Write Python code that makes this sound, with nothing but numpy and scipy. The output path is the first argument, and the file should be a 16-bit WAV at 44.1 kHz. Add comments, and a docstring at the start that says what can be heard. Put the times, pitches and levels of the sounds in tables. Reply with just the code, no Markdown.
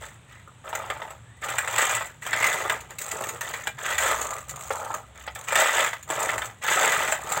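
"""A short gritty scrape comes first: close by, a hollow plastic toy loader is shoved through sand on a concrete
porch floor. As it goes to and fro, bucket and chassis stick, slip and ring, grains crunch under them and loose
joints knock. Wall and roof send a short echo back to the microphone. A low rumble comes from the hand holding
the phone; beyond the porch lie an outdoor hush, an insect-like shrill and two far calls."""
import sys
import numpy as np
from scipy import signal
from scipy.fft import rfft, irfft
from scipy.io import wavfile
from scipy.ndimage import uniform_filter1d

SR = 44100
rng = np.random.default_rng(int(sys.argv[2]) if len(sys.argv) > 2 else 0)


def generate_wav(sig):
    """Save sig (samples, or channels by samples) to the path in sys.argv[1] as 16-bit PCM at SR."""
    pcm = np.round(np.clip(np.atleast_2d(sig).T, -1, 1) * 32767).astype(np.int16)
    wavfile.write(sys.argv[1], SR, pcm)


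N = 326340
TIME = np.arange(N) / SR

# Low rumble from the hand holding the phone. Each row: centre in Hz, width in Hz, level in dB.
RUMBLE_BANDS = [(64.8, 14, -56.5), (87, 13, -55.5), (113.5, 15, -55), (133.6, 43, -59.5)]
# The insect-like shrill. One row: centre in Hz, width in Hz, level in dB.
SHRILL_BAND = (7900, 890, -64)
# Calls from far off. Each row: midpoint in seconds, pitch in Hz, level in dB.
FAR_CALLS = [(0.35, 1975, -53), (1.34, 1800, -56)]
# Tone colours of the distant hush and, close by, of sand, bucket, the loaded bucket's thrum and chassis, # as
# the phone's microphone hears them: its lift near 7.4 kHz and 15.5 kHz sits in the hush and sand. # Each row:
# frequency in Hz, relative level in dB.
HUSH_COLOUR = [(30, -4.5), (150, 11), (300, 0), (600, -2.5), (1200, -1), (1850, -5), (3600, -7),
               (5000, -24.5), (7600, -10), (10000, -23), (15500, -38)]
SAND_COLOUR = [(150, -52), (2000, -9.5), (4000, -13), (5300, -24), (6400, -13.5), (7300, 0.5), (8500, -6.5),
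               (10200, -21.5), (12200, -16), (13600, -17.5), (15400, -11)]
BUCKET_COLOUR = [(40, -59), (270, -15), (420, -10.5), (600, 0.5), (880, 0), (1050, -2.5), (1240, 3.5),
                 (1500, -6), (2400, -39)]
THRUM_COLOUR = [(60, -32), (150, -7), (260, -13.5), (450, 0), (800, -30)]
CHASSIS_COLOUR = [(100, -41), (700, -20), (1300, -1), (1650, 2), (1950, 1.5), (2250, -1.5), (2750, -7.5),
                  (3500, -11.5), (4200, -20), (5500, -22.5), (9000, -48)]
# Modes of the plastic shell. Each row: frequency in Hz, relative level in dB, 60 dB decay in seconds.
SHELL_MODES = [(540, -8.5, 0.083), (652, -11, 0.072), (884, -9, 0.18), (1200, 0, 0.025), (1695, -10, 0.078),
               (1810, -28, 0.26), (1970, 9.5, 0.04), (2402, 8, 0.089), (2360, -22, 0.021),
               (3307, 12, 0.051), (3588, 15.5, 0.041), (3670, 5.5, 0.023)]
# Coarse grains cracking under the toy. Each row: start in seconds, relative level in dB.
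GRAIN_CRACKS = [(0.6904, -32.5), (1.44, -27), (1.947, -15), (2.057, -27.5), (2.4659, -16), (2.805, -30),
                (2.985, -19.5), (3.0136, -21.5), (3.114, -21), (3.288, -19), (3.488, -25), (4.01, -21),
                (4.2122, -17), (4.493, -22), (5.3497, -26.5), (5.598, -12.5), (6.0275, -30), (6.202, -19),
                (6.229, -19), (6.4544, -25), (7.1152, -21), (7.297, -23), (7.3185, -14.5)]
# Knocks of the loose parts. Each row: start in seconds, level in dB, the bucket's share against the
# chassis from 0 to 1, grit in dB relative to the knock.
JOINT_KNOCKS = [(0.475, -42.5, 0.99, -14), (0.729, -24, 0.82, -24), (0.751, -26.5, 0.33, -0.5),
                (0.901, -22, 0.27, -12.5), (1.018, -28.5, 0.58, -24), (1.105, -34.5, 0.78, -4.5),
                (1.485, -27, 0.3, -6), (1.583, -18, 0.03, -2.5), (1.675, -22, 0.26, -6.5),
                (1.781, -18.5, 0.36, 0.5), (1.894, -23, 0.26, -1), (2.008, -26, 0.7, -26),
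                (2.265, -26.5, 0.58, -4), (2.331, -16, 0.05, -14), (2.425, -19, 0.05, -9),
                (2.442, -14.5, 0, -11), (2.651, -24, .99, -23), (2.697, -17, 0.12, -8.5),
                (2.722, -24.5, .97, -7), (3.238, -29.5, 0.4, -1), (3.409, -27, 0.22, -0.5),
                (3.537, -25.5, .25, -7), (3.671, -20, 0.12, -8.5), (3.981, -19, 0, -3.5),
                (4.306, -31.5, 0.9, 3.5), (4.705, -20, 0.77, -28.5), (4.903, -26.5, 1, -28),
                (4.941, -22.5, 0.93, -5.5), (5.276, -27, 0.53, -32), (5.357, -32.5, 0.2, -12),
                (5.522, -20.5, 0.54, -3), (5.555, -14, 0.16, -5.5), (5.931, -24.5, 0.22, -15),
                (6.102, -20, .85, -4.5), (6.291, -18.5, 0.12, -21), (6.38, -23, 0.2, -3.5),
                (6.419, -23, 0, -15), (6.68, -19.5, 0.01, -9), (7.076, -30.5, 0, 0),
                (7.122, -18, 0.43, -3.5)]
# Shoves of the hand. Each row: start, time pressing harder and time easing off in seconds, chassis level
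# at the hardest push in dB, swell in dB, then bucket and sand in dB relative to the chassis.
HAND_SHOVES = [(0.0, 0.0033, 0.099, -39, 12, -4, -2), (.28, 0.014, 0.11, -48, 9.5, -11, -6.5),
               (.634, .14, 0.3, -42, 5, 4, -6), (1.051, 0.094, .015, -56.5, 12, 8.5, 2),
               (1.408, 0.063, 0.23, -35.5, 1.5, -1, -2.5), (1.695, .13, .19, -24.5, 11, -4, -2),
               (2.21, .25, 0.28, -28, 12, -3, -2), (2.62, 0.095, 0.078, -30.5, 17.5, -0.5, -8),
               (2.885, 0.022, 0.023, -42, 9, -2, -1), (2.98, .135, .025, -42.5, 7.5, 1.5, 8.5),
               (3.1, 0.12, 0.14, -39, 8, 5, 2.5), (3.402, 0.039, 0.22, -37, 5, -4, -2),
               (3.767, .15, .095, -28, 13, -6.5, -3.5), (3.974, 0.067, 0.075, -28, 1.5, -0.5, 0),
               (4.147, 0.078, 0.16, -40.5, 8, 7, 7), (4.468, .13, .14, -53, -2, 6, 12.5),
               (4.7, 0.1, .16, -46.5, 1, 11.5, 3), (5.139, 0.079, 0.04, -48.5, -1, -5, 0),
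               (5.35, 0.065, .03, -48, -2, 0, 3), (5.465, 0.15, 0.19, -22, 11, -5, -4),
               (5.704, 0.14, 0.016, -26, 3, -4.5, -3), (6.071, .17, 0.19, -31.5, 7.5, 2.5, -0.5),
               (6.609, .11, 0.063, -23, 13, -5.5, -2), (6.745, 0.09, 0.28, -24.5, 7.5, -3, -2),
               (7.115, 0.043, 0.017, -38, 5, 2.5, -2.5), (7.21, .16, 0.065, -34, 11, 4.5, 1)]
# Sand weighing the bucket down. Each row: time in seconds, thrum in dB relative to the bucket's scrape.
SAND_LOAD = [(0.8, -13), (1.8, -21), (2.5, -11), (3.2, -6), (4.1, -14.5), (4.8, -25), (5.7, -16.5),
             (6.8, -10.5)]
# Spells when one shell mode sings out. Each row: start and end in seconds, pitch in Hz, level in dB
# relative to the scrape.
SINGING_SPELLS = [(2.296, 2.583, 2020, 1.5), (4.12, 4.706, 1192, 0), (4.714, 4.958, 855, -8.5),
                  (7.138, 7.385, 1188, -13)]

CALL_RISE_HZ_PER_S, CALL_HALF_S, CALL_OCTAVE_DB = 1200, .08, -12
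ATTACK_S, RELEASE_DB_PER_S = 0.022, 167  # the toy breaks loose at once and comes to rest quickly
BUCKET_FOLLOW = 0.9  # dB of bucket scrape for each dB of chassis rattle
RESTING_DB = -68  # the hand never holds the toy quite still
CATCH_S, CATCH_DB = 0.036, -3.5  # the toy sticks for a moment before it breaks loose with a knock


def undb(db):
    """Decibels to gain."""
    return 10 ** (np.asarray(db) / 20)


def unit(x):
    """Scale a response to an energy of one."""
    return x / np.sqrt(np.sum(x ** 2))


def through(x, response):
    """Pass a sound through an impulse response."""
    return signal.oaconvolve(x, response)[:len(x)]


def add(out, start_s, sound):
    """Mix a sound in at its start time."""
    start = max(int(start_s * SR), 0)
    out[start:start + len(sound)] += sound[:N - start]


def fade(t, t60):
    """Exponential decay by 60 dB in t60 seconds."""
    return np.exp(-np.log(1000) * t / t60)


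def colour(points, size=2048):
    """Causal impulse response with a spectrum of (Hz, dB) points."""
    hz, db = np.transpose(points)
    grid_hz = np.maximum(np.fft.rfftfreq(size, 1 / SR), 1)
    gain = undb(np.interp(np.log(grid_hz), np.log(hz), db))
    cepstrum = irfft(np.log(gain))
    cepstrum[1:size // 2] *= 2  # fold to minimum phase
    cepstrum[size // 2 + 1:] = 0
    return unit(irfft(np.exp(rfft(cepstrum))))


def wash(t60, size=16384):
    """Countless overlapping resonances: a decaying noise with an even spectrum."""
    decay = fade(np.arange(size) / SR, t60)
    y = rng.standard_normal(size) * decay
    for _ in range(2):
        flattened = irfft(np.exp(1j * np.angle(rfft(y))))
        y = flattened * decay ** .25
    return unit(y)


def walk(rate_hz):
    """A random wander with a spread of one."""
    hold = max(int(SR / rate_hz), 1)
    steps = np.repeat(rng.standard_normal(N // hold + 1), hold)
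    y = uniform_filter1d(steps, hold)[:N]
    return y / np.std(y)


def waver(hz, width_hz, drift, swell_db):
    """A narrow band of noise whose centre drifts and whose level swells; rms near one."""
    phase = 2 * np.pi * np.cumsum(hz * (1 + drift * walk(3.2))) / SR
    swell = undb(swell_db * walk(8.4))
    band = walk(width_hz) * np.sin(phase) + walk(width_hz) * np.cos(phase)
    return swell * band / np.sqrt(2)


def rumble():
    """Low bands of noise waver underneath everything."""
    return sum(undb(db) * waver(hz, width, drift=0.02, swell_db=3.5) for hz, width, db in RUMBLE_BANDS)


def hush(level_db):
    """The distant hush of the open air, gently rising and falling."""
    return through(rng.standard_normal(N), colour(HUSH_COLOUR)) * undb(level_db + walk(1.86))


def shrill():
    """A thin, steady, insect-like band from beyond the porch."""
    hz, width_hz, db = SHRILL_BAND
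    return undb(db) * waver(hz, width_hz, drift=0.03, swell_db=1)


def far_calls():
    """Faint, hoarse calls far off, perhaps of a bird, each rising a little, with a weak octave."""
    middle_s, hz, db = np.transpose(FAR_CALLS)
    nearest = np.searchsorted((middle_s[1:] + middle_s[:-1]) / 2, TIME)
    t = np.clip(TIME - middle_s[nearest], -4 * CALL_HALF_S, 4 * CALL_HALF_S)
    pitch = hz[nearest] + CALL_RISE_HZ_PER_S * t
    low, octave = (waver(k * pitch, width_hz=k * 300, drift=.02, swell_db=2) for k in (1, 2))
    envelope = undb(db[nearest]) * np.exp(-(t / CALL_HALF_S) ** 2)
    return envelope * (low + undb(CALL_OCTAVE_DB) * octave)


def porch(x, floor_db, tail_db, t60):
    """The microphone gets the direct sound, the floor's bounce, then a tail between wall and roof."""
    response = undb(tail_db) * np.concatenate([np.zeros(int(.009 * SR)), wash(t60)])
    response[0] += 1
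    response[int(.0023 * SR)] += undb(floor_db)
    return through(x, unit(response))


def sand_grain(t60, tilt_db):
    """Response of one size of grain: duller or brighter, with a ping at a pitch of its own."""
    db_per_octave = tilt_db * (2 * rng.random() - 1)
    t = TIME[:SR // 50]
    ping = unit(np.sin(2 * np.pi * rng.uniform(3500, 9000) * t) * fade(t, t60=.004))
    body = wash(t60, size=len(t)) + .5 * ping
    tilted = [(hz, db + db_per_octave * np.log2(hz)) for hz, db in SAND_COLOUR]
    return unit(through(body, colour(tilted)))


def plastic_part(points, ring_db, wash_db, wash_t60):
    """Response of a part at one contact spot: a snap, a dense wash and its own mix of shell modes."""
    dense = wash(wash_t60, size=8192)
    t = TIME[:len(dense)]
    hz, db, t60 = np.transpose(SHELL_MODES)[:, :, None]
    # each spot favours other modes, and grip and sand load detune them a little
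    db = db + 4 * rng.standard_normal(db.shape)
    hz = hz * (1 + .012 * rng.standard_normal(hz.shape))
    ring = unit(np.sum(undb(db) * np.cos(2 * np.pi * hz * t) * fade(t, t60), axis=0))
    snap = t == 0
    return unit(through(snap + undb(wash_db) * dense + undb(ring_db) * ring, colour(points)))


def blow(spots, t60, bounce_s=.0045, bounce_db=-6):
    """A short rough contact and one bounce ring a random spot; the loudest 4 ms have an rms of one."""
    spot = spots[rng.integers(len(spots))]
    t = TIME[:8192]
    since_bounce = t - bounce_s * rng.uniform(.6, 1.6)
    bounce = undb(bounce_db) * (since_bounce > 0) * fade(np.abs(since_bounce), t60)
    force = (fade(t, t60) + bounce) * rng.standard_normal(len(t))
    y = through(force, spot)
    return y / np.sqrt(uniform_filter1d(y ** 2, SR // 250).max())


def slips(spots, level_db, per_s, spread_db, t60):
    """Random slips of uneven size, each a tiny burst of micro-contacts that rings one contact spot."""
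    happens = rng.random(N) < per_s / SR
    size_db = spread_db * np.minimum(rng.exponential(size=N), 3)
    energy = happens * undb(size_db) ** 2
    where = rng.integers(len(spots), size=N)
    pole = fade(1 / SR, 2 * t60) ** 2  # decay of power per sample, slowed twofold
    pole = pole ** 2  # back to a fall of 60 dB in t60
    powers = [signal.lfilter([1], [1, -pole], energy * (where == k) + 1e-9) for k in range(len(spots))]
    # the hand supplies steady work, so a big slip leaves less for its neighbours
    total = sum(powers)
    supply = uniform_filter1d(total, SR // 28) + 0.26 * np.mean(total)
    force = rng.standard_normal(N) * undb(level_db) / np.sqrt(supply)
    return sum(through(force * np.sqrt(power), spot) for power, spot in zip(powers, spots))


def cracking(sand):
    """Single coarse grains burst with a bright tick."""
    out = np.zeros(N)
    for start, db in GRAIN_CRACKS:
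        add(out, start, undb(db - 7.5) * blow(sand, t60=0.044, bounce_s=0.0026, bounce_db=-5))
    return out


def knocking(bucket, chassis, sand):
    """Each knock rings bucket and chassis and grinds the grit at the point of contact."""
    out = np.zeros(N)
    for start, db, share, grit_db in JOINT_KNOCKS:
        hollow = np.sqrt(share) * blow(bucket, t60=.024)
        clack = np.sqrt(1 - share) * blow(chassis, t60=.018)
        grit = undb(grit_db) * blow(sand, t60=.026)
        add(out, start, undb(db) * (hollow + clack + grit))
    return out


def singing(scrape_db):
    """With the bucket held at certain angles, the slips feed a single mode of the shell."""
    out, t = np.zeros(N), TIME[:SR // 8]
    for start, end, hz, db in SINGING_SPELLS:
        mode = unit(np.sin(2 * np.pi * hz * t) * fade(t, t60=.035))
        held = uniform_filter1d(1. * ((TIME > start) & (TIME < end)), SR // 25)
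        out += held * slips([mode], scrape_db + db, per_s=160, spread_db=-5, t60=.0112)
    return out


def pushing():
    """Levels in dB of bucket, chassis and sand: each shove breaks loose, swells, eases and stops."""
    clock = TIME[::SR // 1000]
    power = undb(RESTING_DB) ** 2
    for start, press, ease, db, swell_db, bucket_db, sand_db in HAND_SHOVES:
        t = clock - start
        force_db = np.interp(t, [0, press, press + ease], [-swell_db, 0, -swell_db])
        release_db = RELEASE_DB_PER_S * np.maximum(t - press - ease, 0)
        moving = np.clip(t / ATTACK_S, 0, 1) * undb(db - release_db)
        parts_db = [bucket_db + BUCKET_FOLLOW * force_db, force_db, sand_db + force_db]
        power = power + (moving * undb(parts_db)) ** 2
    caught_db = sum(np.interp(clock - knock_s, [-CATCH_S, 0, CATCH_S / 10], [0, CATCH_DB, 0])
                    for knock_s, *_ in JOINT_KNOCKS)
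    return [np.interp(TIME, clock, 10 * np.log10(part) + caught_db) for part in power]


def scraping(bucket, chassis, sand):
    """Stick-slip shakes bucket and chassis and crushes sand; a harder push makes the slips denser."""
    bucket_db, chassis_db, sand_db = pushing()
    thrum_db = bucket_db + np.interp(TIME, *np.transpose(SAND_LOAD))
    effort = undb(.5 * (chassis_db - chassis_db.max()))
    judder_db = 1.36 * walk(130)  # the whole toy catches and lets go
    scrape = slips(bucket, bucket_db + judder_db, per_s=120 + 400 * effort, spread_db=2.5, t60=.03)
    thrum = slips([colour(THRUM_COLOUR)], thrum_db + judder_db, per_s=140, spread_db=8, t60=.03)
    rattle = slips(chassis, chassis_db + judder_db, per_s=80 + 500 * effort, spread_db=-0.5, t60=.03)
    crunch = slips(sand, sand_db + judder_db, per_s=80 + 560 * effort, spread_db=3, t60=.016)
    return scrape + thrum + rattle + crunch + singing(np.maximum(bucket_db, chassis_db))


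def scene():
    """One microphone on the porch: the toy close by, the open air behind it."""
    spots = range(9)
    bucket = [plastic_part(BUCKET_COLOUR, ring_db=-13, wash_db=0, wash_t60=0.043) for _ in spots]
    chassis = [plastic_part(CHASSIS_COLOUR, ring_db=-7.5, wash_db=5, wash_t60=0.045) for _ in spots]
    sand = [sand_grain(t60=0.01, tilt_db=1.5) for _ in spots]
    toy = scraping(bucket, chassis, sand) + knocking(bucket, chassis, sand) + cracking(sand)
    outdoors = rumble() + hush(level_db=-55) + shrill() + far_calls()
    return (porch(toy, floor_db=-17.5, tail_db=-9, t60=0.2) + outdoors)[None]


def record(dry):
    """The microphone is a phone's, and the phone cuts the top steeply."""
    top_hz = 15850
    return signal.sosfilt(signal.ellip(10, .2, 70, top_hz, fs=SR, output="sos"), dry, axis=-1)


dry = scene()
out = record(dry)
generate_wav(out)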